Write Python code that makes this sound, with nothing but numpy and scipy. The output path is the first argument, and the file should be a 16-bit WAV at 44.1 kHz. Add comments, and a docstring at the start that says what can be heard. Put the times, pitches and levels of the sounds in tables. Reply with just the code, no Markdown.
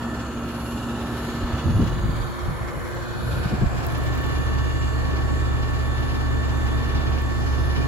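"""Walk past an outdoor condenser

A condenser unit runs steadily while a phone is carried over its fan grille, round a corner and down to
the side panel. The fan gives rushing air (shaped noise) and blade tones (sines on its shaft speed).
The compressor buzzes in partials of its shaft speed, hums, and rings the casing once a turn.
Exhaust buffets the microphone on the way past (low noise in gusts); dry ticks are tiny bursts of noise."""
import sys
import numpy as np
from scipy import signal
from scipy.fft import rfft, irfft, next_fast_len
from scipy.io import wavfile
from scipy.ndimage import uniform_filter1d, map_coordinates

SR = 44100
rng = np.random.default_rng(int(sys.argv[2]) if len(sys.argv) > 2 else 0)


def persist_wave(psi):
    """Save psi, clipped to +-1, as 16-bit WAV."""
    counts = np.round(np.clip(psi, -1, 1) * 32767).astype(np.int16)
    wavfile.write(sys.argv[1], SR, np.atleast_2d(counts).T)


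N = 347067
TIME = np.arange(N) / SR
SIZE = next_fast_len(N, True)
FREQ = np.maximum(np.arange(SIZE // 2 + 1) * SR / SIZE, 1)
SIDES = np.array([[1], [-1]])  # left port, right port

FAN_HZ, COMPRESSOR_HZ = 17.33, 58.82  # shaft speeds, turns per second
TOP_HZ = 15900  # upper limit of the phone's band and of the buzz


def undb(db):
    """Decibels to gain."""
    return 10 ** (np.asarray(db) / 20)


def curve(table, axis=1):
    """One column of a table, joined by straight lines in time."""
    table = np.array(table, float)
    return np.interp(TIME, table[:, 0], table[:, axis])


def colour(table, hz, axis=1):
    """One column of a table, joined by straight lines over log frequency."""
    table = np.array(table, float)
    return np.interp(np.log(hz), np.log(table[:, 0]), table[:, axis])


def unit(x):
    """Scale to rms 1."""
    return x / np.sqrt(np.mean(x ** 2))


def white():
    """Spectra of two unrelated noises with power 1 per Hz."""
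    return rfft(rng.standard_normal((2, SIZE))) * np.sqrt(SR / 2)


def sound(spectrum):
    """From a spectrum back to time."""
    return irfft(spectrum, SIZE)[..., :N]


def resonance(hz, width_hz):
    """Response of one damped mode, gain 1 at the centre."""
    return 1 / (1 + 1j * (FREQ / hz - hz / FREQ) * hz / width_hz)


def ringing_noise(hz, width_hz):
    """Stereo noise of rms 1 passed twice through one damped mode."""
    return unit(sound(white() * resonance(hz, width_hz) ** 2))


def wander(rate):
    """Random levels held 1 / rate s and slewed twice; spread 1."""
    hold = int(SR / rate)
    steps = np.repeat(rng.standard_normal(N // hold + 1), hold)
    smooth = uniform_filter1d(uniform_filter1d(steps, hold), hold)
    return unit(smooth[:N])


def shaft(hz, wobble):
    """Turns made by a motor whose speed wavers slightly at random."""
    return rng.random() + np.cumsum(hz * (1 + wobble * wander(3))) / SR


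def tone(turns, lead):
    """A sine of rms 1 that reaches the left port earlier by lead radians."""
    return np.sqrt(2) * np.sin(2 * np.pi * (turns + rng.random()) + SIDES * lead / 2)


def swell(s, half):
    """A bell-shaped rise and fall around time s."""
    return np.exp(-.5 * ((TIME - s) / half) ** 2)


def at_place(place, levels_db):
    """Gain blended between the three places."""
    return np.interp(place, np.arange(3), undb(levels_db))


def ripple(spacing_hz):
    """Random hills and dips over frequency, left by the cabinet's many modes; they fade out in the bass."""
    knots = np.arange(0, SR / 2, spacing_hz)
    hills = rng.standard_normal(1000)[:len(knots)]
    return np.interp(FREQ, knots, hills) * np.minimum(FREQ / 2000, 1)


# dips beside the side panel: f/Hz, half width/Hz, level/dB
NOTCHES = [(2510, 28, -10), (2586, 35, -17), (3310, 150, -4.5), (3740, 170, -5), (5700, 200, -1.5)]


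def notches(hz, k):
    """Loss in dB where the side panel's reflection cancels the direct sound; only at place k = 2."""
    return (k == 2) * sum(db * np.exp(-.5 * ((hz - centre) / half) ** 2) for centre, half, db in NOTCHES)


# fan air before ripple and trims: f/Hz, level/dB per Hz over the grille, at the corner, at the panel
AIR = [(20, -96, -72, -56), (55, -58, -54.5, -52.5), (95, -62, -57, -50.5), (137, -58.5, -58.5, -49.5),
       (184, -61.5, -57.5, -57), (267, -57, -63.5, -52.5), (351, -60.5, -65, -59), (402, -65.5, -70, -61.5),
       (488, -68, -65.5, -66.5), (830, -69, -72.5, -67), (1480, -69.5, -70.5, -69), (2100, -80.5, -76, -69),
       (2800, -80, -84.5, -75), (5500, -90.5, -91, -85), (9300, -98, -100, -105), (12400, -113, -109, -101),
       (13500, -101, -100, -101)]
# stereo width of the air: f/Hz, side minus mid level/dB over the grille, at the corner, at the panel
WIDTH = [(60, -6, -4, 1), (140, -18, 3.5, 4), (203, -11, 14.5, 14.5), (440, -17, -5.5, -5.5),
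         (1020, -8.5, -10.5, -2), (1420, -12, 1.5, 3.5), (3040, 0.5, -5.5, 3.5), (11400, 5.5, 7.5, 10.5)]
# the two ports hear the same air out of step: f/Hz, quadrature share [-1..1]
SKEW = [(60, -0.3), (125, 0.81), (210, 0.19), (300, -0.6), (480, -0.16), (1600, -.5), (3200, 0.052),
        (8000, 0)]
EDGE_RUSH_DB = 2.5  # lift of all the air at the edge of the exhaust jet


def air(place, fan_turns, split_hz=2200, surge_db=0.5, ripple_db=1.0, hiss_db=-1.5, flicker_db=2.3,
        throb=0.35, chop=0.14):
    """Turbulence through the coil and grille; its colour depends on where the phone is."""
    skew = np.clip(colour(SKEW, FREQ), -1, 1)
    low_share = 1 / (1 + (FREQ / split_hz) ** 4)
    rush, hiss = 0, 0
    for k in range(3):
        mid, own = white()
        width = undb(colour(WIDTH, FREQ, axis=k + 1))
        side = width * (1j * skew * mid + np.sqrt(1 - skew ** 2) * own)
        shape = undb(colour(AIR, FREQ, axis=k + 1) + ripple_db * ripple(217.7) + notches(FREQ, k))
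        ports = (mid + SIDES * side) / np.sqrt(1 + width ** 2) * shape
        near = np.sqrt(np.maximum(1 - abs(place - k), 0))  # equal-power crossfade between places
        rush = rush + near * sound(ports * low_share)
        hiss = hiss + near * sound(ports * (1 - low_share))
    # the hiss flickers, and throbs with each turn and half turn of the fan
    turn_angle = 2 * np.pi * fan_turns
    hiss = hiss * undb(hiss_db + flicker_db * wander(28))
    hiss = hiss * (1 + throb * np.sin(turn_angle) + chop * np.sin(2 * turn_angle))
    at_edge = sum(swell(s, half) for s, half, _ in CROSSINGS)
    return (rush + hiss) * undb(EDGE_RUSH_DB * at_edge + surge_db * wander(6))


# modes of the cabinet: f/Hz, width/Hz, level/dB over the grille, at the corner, at the panel
CABINET = [(2447, 72, -63, -54.5, -61), (2930, 280, -61, -61, -68), (3540, 300, -79, -68, -55),
           (4320, 150, -60, -62.5, -62.5), (6050, 310, -78, -69, -63.5), (6690, 280, -61, -62.5, -67),
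           (7270, 840, -59, -59, -58.5), (10950, 1330, -54.5, -56, -58)]


def cabinet(place, swell_db=3.0):
    """Turbulence rings the cabinet's modes; each swells and sinks on its own as the flow shifts."""
    out = 0
    for hz, width_hz, *levels_db in CABINET:
        ring = ringing_noise(hz, width_hz)
        out = out + ring * at_place(place, levels_db) * undb(swell_db * wander(6.5))
    return out


# sliding dip where the lid's reflection cancels the rush (above 0 dB a lift): t/s, f/Hz, level/dB
LID_DIP = [(0, 2270, -1.5), (.7, 2040, -5), (1.5, 2080, 1.5), (1.85, 2300, -7), (2.1, 2650, -3.5),
           (2.9, 2680, -4), (3.1, 2070, -7), (3.35, 2100, -11), (3.55, 2000, -9)]
LID_DIP_HALF_HZ = 213
# bands shaded by the cabinet's edge: t/s, half length/s, f/Hz, half width/Hz, level/dB
SHADOWS = [(2.096, 0.12, 5700, 400, -17), (2.65, 0.19, 7100, 700, -5.5), (2.778, 0.16, 4100, 700, -6.5),
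           (3.745, 0.11, 3760, 450, -5)]


def passing(x, place, drift_db=2.35, size=1024):
    """Reflections and shadows recolour the rush as the phone moves; beside the panel the colour settles."""
    hz, t, bands = signal.stft(x, SR, nperseg=size)
    hz = hz[:, None]
    times, dip_hz, dip_db = np.array(LID_DIP, float).T
    dip_offset = (hz - np.interp(t, times, dip_hz)) / LID_DIP_HALF_HZ
    db = np.interp(t, times, dip_db) * np.exp(-.5 * dip_offset ** 2)
    for s, half, centre, half_hz, depth_db in SHADOWS:
        db = db + depth_db * np.exp(-.5 * (((t - s) / half) ** 2 + ((hz - centre) / half_hz) ** 2))
    # smaller hills and dips come and go at random, mostly in the treble
    drift = rng.standard_normal(db.shape)
    for _ in range(2):
        drift = uniform_filter1d(uniform_filter1d(drift, size=4, axis=0), size=30, axis=1)
    moving = np.clip(2 - np.interp(t, TIME, place), 0, 1)
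    db = db + drift_db * unit(drift) * moving * np.minimum(hz / 2000, 1)
    return signal.istft(bands * undb(db), SR, nperseg=size)[1][:, :N]


# fan tones: multiple of the shaft speed, level/dB re the blade tone, left lead at the panel/rad
BLADES = [(2, -10, -0.4), (4, 0, 0.4), (6, -16, 1.2), (8, -18, 1.6), (10, -19, 2.4), (12, -20, 3.0),
          (14, -25, -2.1), (16, -21, -2.0)]
# the blade tone along the walk, strongest low down at the panel: t/s, level/dB
BLADE_LEVEL = [(0, -38.5), (1.6, -36), (2.2, -50), (3.1, -48), (3.7, -37.5), (4.05, -30), (4.3, -28.5),
               (4.55, -25.5), (6.5, -25.8), (7.87, -24)]


def fan(place, turns, unsteady_db=0.95, right_db=2.5, deepest_loss_db=4):
    """Blade tones, a little louder on the right; uneven inflow makes each waver, the upper ones more."""
    out = 0
    for multiple, db, lead in BLADES:
        waver_db = unsteady_db * np.sqrt(multiple / 4) * wander(9)
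        # the deepest tone carries only near the panel
        loss_db = (multiple == 2) * deepest_loss_db * (2 - place)
        out = out + undb(db + waver_db - loss_db) * tone(multiple * turns, lead * place / 2)
    return out * undb(curve(BLADE_LEVEL)) * undb(-SIDES * right_db / 2)


# strong compressor partials: multiple of the shaft speed,
# level/dB over the grille, at the corner, at the panel, left lead away from the grille/rad
PARTIALS = [(1, -49.0, -45.0, -39.0, 0.5), (3, -64.0, -62.0, -51.0, 2.5), (4, -33.4, -42.0, -44.0, -2.9),
            (6, -47.0, -47.0, -48.0, -0.9), (8, -69.0, -65.0, -53.0, 0.4), (9, -52.0, -65.0, -52.0, -1.6),
            (11, -57.0, -60.0, -51.0, -1.3), (15, -61.0, -54.0, -53.0, -2.1),
            (16, -57.0, -63.0, -45.0, 2.8), (19, -54.0, -57.0, -43.7, 0.7), (22, -47.0, -53.0, -48.0, -1.8),
            (23, -49.0, -49.0, -48.0, -2.4), (26, -61.0, -60.0, -55.0, 0.7), (29, -63, -63, -51.5, -2.2),
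            (31, -61, -61, -46.5, -1.7), (34, -70, -66, -59, -2.0), (41, -67, -64, -60, -1.5),
            (48, -61, -74, -61, -2.0), (50, -62, -67, -64, -2.0), (58, -65, -67, -56, -2.4),
            (62, -66, -66, -61, -1.7), (73, -65, -71, -63, -1.4), (74, -65, -68, -68, -0.3),
            (79, -72, -77, -66, -0.1), (103, -77, -74, -69, 0), (113, -67, -79, -68, 0.0),
            (114, -69, -70, -69, 0.3), (122, -72, -71, -65, 0.4), (186, -73, -76, -70, 0)]
# all its other partials, before scatter: f/Hz, level/dB each over the grille, at the corner, at the panel
BUZZ = [(400, -67, -66, -66), (1200, -59, -59, -57), (2200, -75, -70, -67), (3200, -70, -73, -65),
        (4400, -73, -75, -67), (5600, -83, -82, -78), (7000, -77, -78, -73), (8700, -86, -87, -85),
        (11000, -79, -80, -78), (13000, -86, -86, -84), (15000, -93, -90, -88)]
# partials that swell as the phone passes a standing-wave peak: t/s, half length/s, multiple, level/dB
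ANTINODES = [(1.25, .35, 48, -66), (1.5, .15, 74, -66), (1.9, .14, 58, -63), (1.4, .17, 58, -66),
             (2.28, .08, 74, -64), (2.0, .07, 6, -47), (2.28, .04, 6, -49), (2.43, .03, 6, -39),
             (2.67, .055, 6, -45.5), (2.93, .05, 6, -42.5), (3.13, .05, 6, -46), (3.3, .12, 2, -35),
             (3.5, .15, 41, -61), (3.75, .25, 19, -56), (4.25, .17, 122, -62), (4.35, .17, 48, -57.5),
             (4.76, .16, 48, -54), (4.85, .3, 79, -67), (7.6, .2, 74, -63), (6.8, .9, 4, -42)]
FLUTTER_DB, FADE_DB = 2.6, 1.8  # quick and slow wavering, before the shares set in buzz()


def buzz(place, turns, scatter_db=1.0, fade_hz=4000, strong_share=0.7, antinode_lead=0.45,
         size=4096, count=200):
    """The compressor's partials; each place has its own standing waves, and each partial wavers alone."""
    multiples = np.arange(1, int(TOP_HZ / COMPRESSOR_HZ))
    hz = multiples * COMPRESSOR_HZ
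    strong = np.array(PARTIALS, float)
    index = strong[:, 0].astype(int) - 1
    # level and phase by (place, port, partial)
    levels = np.array([[colour(BUZZ, hz, axis=k + 1) + notches(hz, k)] for k in range(3)])
    levels = levels + scatter_db * rng.standard_normal((3, 2, len(multiples)))
    phases = rng.uniform(0, 2 * np.pi, levels.shape)
    levels[:, :, index] = strong[:, 1:4].T[:, None]
    # over the grille both ports hear a strong partial in step; beside the unit one leads
    leads = np.array([0, 1, 1])[:, None, None] * SIDES * strong[:, 4] / 2
    phases[:, :, index] = phases[0, 0, index] + leads
    moments = np.linspace(0, N - 1, count).astype(int)
    near = np.maximum(1 - abs(place[moments, None] - np.arange(3)), 0)
    quick, slow = rng.standard_normal((2, count, 1, len(multiples)))
    waver_db = FLUTTER_DB * quick
    # strong, low partials hold steadier
    waver_db[:, :, index] *= strong_share + (1 - strong_share) * np.minimum(hz[index] / TOP_HZ, 1)
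    # short waves fade in and out most with the sway of the hand
    waver_db += FADE_DB * np.minimum(hz / fade_hz, 1) * unit(uniform_filter1d(slow, size=7, axis=0))
    gains = undb(np.tensordot(near, levels, 1) + waver_db)
    partials = gains * np.exp(1j * np.tensordot(near, phases, 1))
    # single partials sing out and fade as the phone moves through their standing waves
    for s, half, multiple, db in ANTINODES:
        k = int(multiple) - 1
        phasor = np.exp(1j * (phases[0, 0, k] + SIDES.T * antinode_lead / 2))
        partials[:, :, k] += undb(db) * swell(s, half)[moments, None] * phasor
    # one waveform cycle per moment, read out at the shaft's angle and blended to the next
    cycles = irfft(np.pad(partials, ((0, 0), (0, 0), (1, 0))), size) * size / np.sqrt(2)
    at = [np.linspace(0, count - 1, N), (turns % 1) * size]
    return np.array([map_coordinates(cycles[:, port], at, order=1, mode="nearest") for port in range(2)])


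# the deep hum: level/dB over the grille, at the corner, at the panel
MOTOR_DB = (-39, -41, -28.5)


def motor_hum(place, turns, lead=1.66, waver_db=0.1):
    """The compressor's deep hum at twice its shaft speed."""
    return tone(2 * turns, lead * place / 2) * at_place(place, MOTOR_DB) * undb(waver_db * wander(5.1))


# the casing's whine, before ring_db and the rattle: t/s, level/dB
WHINE = [(0, -44), (.17, -46), (.4, -62), (1.2, -46.5), (1.8, -52.5), (3.8, -54), (4.1, -42.5), (5, -44),
         (7.87, -43.5)]


def casing(turns, fan_turns, chop=0.041, width_hz=18, rattle=0.51, rattle_width_hz=170, ring_db=2.0,
           lead=-1.27, uneven_db=1.5, order=30):
    """Uneven strokes ring a shell mode on a shaft multiple and rattle it; the fan blades chop the whine."""
    ring_hz = order * COMPRESSOR_HZ
    strokes = rfft(np.exp(-(turns % 1) / 0.01) * undb(uneven_db * wander(70)), SIZE)
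    shell = resonance(ring_hz, width_hz) * resonance(1800, 230)
    ring = unit(sound(strokes * shell * np.exp(.5j * SIDES * lead)))
    # a burst of noise on each turn, fading until the next
    chatter = rng.standard_normal((2, N)) * np.exp(-(turns % 1) / .5)
    chatter = unit(sound(rfft(chatter, SIZE) * resonance(1800, rattle_width_hz) ** 2))
    flutter = 1 + chop * np.sin(2 * np.pi * 2 * fan_turns)
    return (ring + rattle * chatter) * flutter * undb(curve(WHINE) + ring_db)


# dry ticks: t/s, peak of the envelope level/dB
TICKS = [(2.776, -49), (2.830, -46), (2.889, -45), (2.949, -41), (3.336, -48), (3.805, -43), (3.85, -42),
         (3.8667, -29), (3.921, -39), (3.981, -34), (4.038, -43), (4.152, -42), (4.212, -44), (4.2665, -43),
         (4.384, -47), (6.538, -50), (6.572, -50), (7.107, -49), (7.2195, -39)]


def ticks(tick_hz=13300, width_hz=4600, rise_s=0.00042, decay_s=0.0013, rustle_db=-63.0, crumple_db=5,
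          shuffle_db=-70):
    """Tiny bright snaps of noise in a faint, patchy rustle, like dry grass underfoot."""
    snaps = sum(undb(db) * np.exp(-np.maximum((s - TIME) / rise_s, (TIME - s) / decay_s))
                for s, db in TICKS)
    rustle = undb(rustle_db) * swell(4.2, 0.13) + undb(shuffle_db)
    rustle = rustle * undb(crumple_db * wander(250))
    return (snaps + rustle) * unit(sound(white() * resonance(tick_hz, width_hz)))


# the phone crosses the edge of the exhaust jet, in and out: t/s, half length/s, hiss level/dB
CROSSINGS = [(1.447, 0.57, -48.5), (3.303, 0.67, -50)]


def jet_edge(edge_hz=3780, width_hz=1740):
    """The sheared rim of the exhaust jet hisses while the phone is in it."""
    hiss = ringing_noise(edge_hz, width_hz)
    return hiss * sum(undb(db) * swell(s, half) for s, half, db in CROSSINGS)


def wind(corner_hz, low_hz=42, apart=0.36, steep=5.53):
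    """Pressure of turbulent air on the two ports: a rumble that falls steeply above its corner."""
    mid, side = white()
    shape = 1 / np.sqrt(1 + (FREQ / corner_hz) ** steep)
    shape = shape / np.sqrt(1 + (low_hz / FREQ) ** 6)
    return unit(sound((mid + apart * SIDES * side) * shape))


def gust(start, rise, length, release):
    """A rise, a hold and a dying away."""
    age = TIME - start
    return np.clip(age / rise, 0, 1) * np.exp(-(np.maximum(age - length, 0) / release) ** 2)


# gusts of exhaust on the microphone: start t/s, rise/s, length/s, dying away/s, level/dB
GUSTS = [(1.652, .012, 0.18, 0.053, -20), (1.857, 0.035, 0.27, 0.13, -26.5),
         (2.16, 0.018, 0.087, .035, -31), (2.39, 0.034, 0.13, .02, -28), (2.595, 0.014, 0.027, 0.016, -26),
         (2.75, .02, 0.034, 0.026, -32), (2.91, 0.015, 0.042, .025, -37), (3.13, 0.14, 0.25, .15, -27.5),
         (3.52, .02, 0.16, .025, -33), (3.71, .02, .1, .04, -33.5)]
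# the strongest eddies, landing as soft knocks: t/s, half length/s, level/dB, corner f/Hz
EDDIES = [(1.44, 0.013, -20, 100), (1.534, 0.018, -23, 104), (1.664, 0.01, -15, 120),
          (1.7, 0.013, -19.5, 170), (1.775, 0.0085, -16.5, 120), (1.799, 0.0077, -17, 273),
          (1.826, 0.012, -14.5, 192), (1.94, 0.009, -24, 110), (2.05, 0.0096, -18.5, 103),
          (2.093, 0.0066, -20.5, 119), (2.135, 0.0043, -21, 189), (2.491, 0.0072, -21.5, 110),
          (3.339, 0.005, -26.5, 170), (3.46, 0.0075, -20.5, 135), (3.534, 0.015, -19.5, 154),
          (3.63, 0.011, -14, 175), (3.664, 0.011, -17, 75)]


def buffets(ragged_db=1.1, stream_hz=110, size=2600):
    """Exhaust blows across the microphone in ragged gusts, with single eddies landing as soft knocks."""
    stream = wind(stream_hz)
    # the fan feeds the stream evenly, so it has no long lulls
    stream = stream / np.sqrt(uniform_filter1d(np.mean(stream ** 2, axis=0), size))
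    gusts = sum(undb(db) * gust(s, rise, length, release) for s, rise, length, release, db in GUSTS)
    out = stream * gusts * undb(ragged_db * wander(35.13))
    for s, half, db, corner_hz in EDDIES:
        shape = swell(s, half)
        eddy = wind(corner_hz) * shape
        out = out + undb(db) * eddy * np.sqrt(np.mean(shape ** 2) / np.mean(eddy ** 2))
    return out


# hollow notes of the gaps around the cabinet: t/s, half length/s, f/Hz, width/Hz, level/dB
HOLLOWS = [(2.4, 0.38, 1110, 500, -39.5), (2.697, 0.17, 1990, 450, -53), (3.05, 0.35, 517, 110, -44),
           (3.6, 0.24, 2420, 500, -53), (3.707, 0.29, 1670, 350, -43.5), (3.7, 0.25, 710, 120.4, -39),
           (7.6, .25, 5060, 300, -54)]


def hollows():
    """The rush takes on passing hollow notes as the phone moves between cabinet and wall."""
    return sum(ringing_noise(hz, width_hz) * swell(s, half) * undb(db)
               for s, half, hz, width_hz, db in HOLLOWS)


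# the walk: t/s, place [0 over the grille, 1 at the corner, 2 at the side panel]
WALK = [(0, 0), (1.65, 0), (2.2, 1), (3.25, 1), (3.7, 1.2), (4.05, 1.7), (4.35, 2), (7.87, 2)]


def scene():
    """Fan and compressor, heard along the walk."""
    place = curve(WALK)
    fan_turns = shaft(FAN_HZ, wobble=0.0011)
    piston_turns = shaft(COMPRESSOR_HZ, wobble=0.0002464)
    rush = passing(air(place, fan_turns) + cabinet(place) + jet_edge(), place) + hollows()
    compressor = buzz(place, piston_turns) + motor_hum(place, piston_turns)
    compressor = compressor + casing(piston_turns, fan_turns)
    return rush + fan(place, fan_turns) + compressor + buffets() + ticks()


def record(dry, right_db=0.5, balance_hz=1600):
    """The right port is a little stronger below the treble; the phone cuts the deepest rumble and the top."""
    tilt_db = -SIDES * right_db / 2 / (1 + (FREQ / balance_hz) ** 2)
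    dry = sound(rfft(dry, SIZE) * undb(tilt_db))
    dry = signal.sosfilt(signal.butter(2, 20, "high", fs=SR, output="sos"), dry)
    return signal.sosfilt(signal.ellip(10, .2, 80, TOP_HZ, fs=SR, output="sos"), dry)


dry = scene()
out = record(dry)
persist_wave(out)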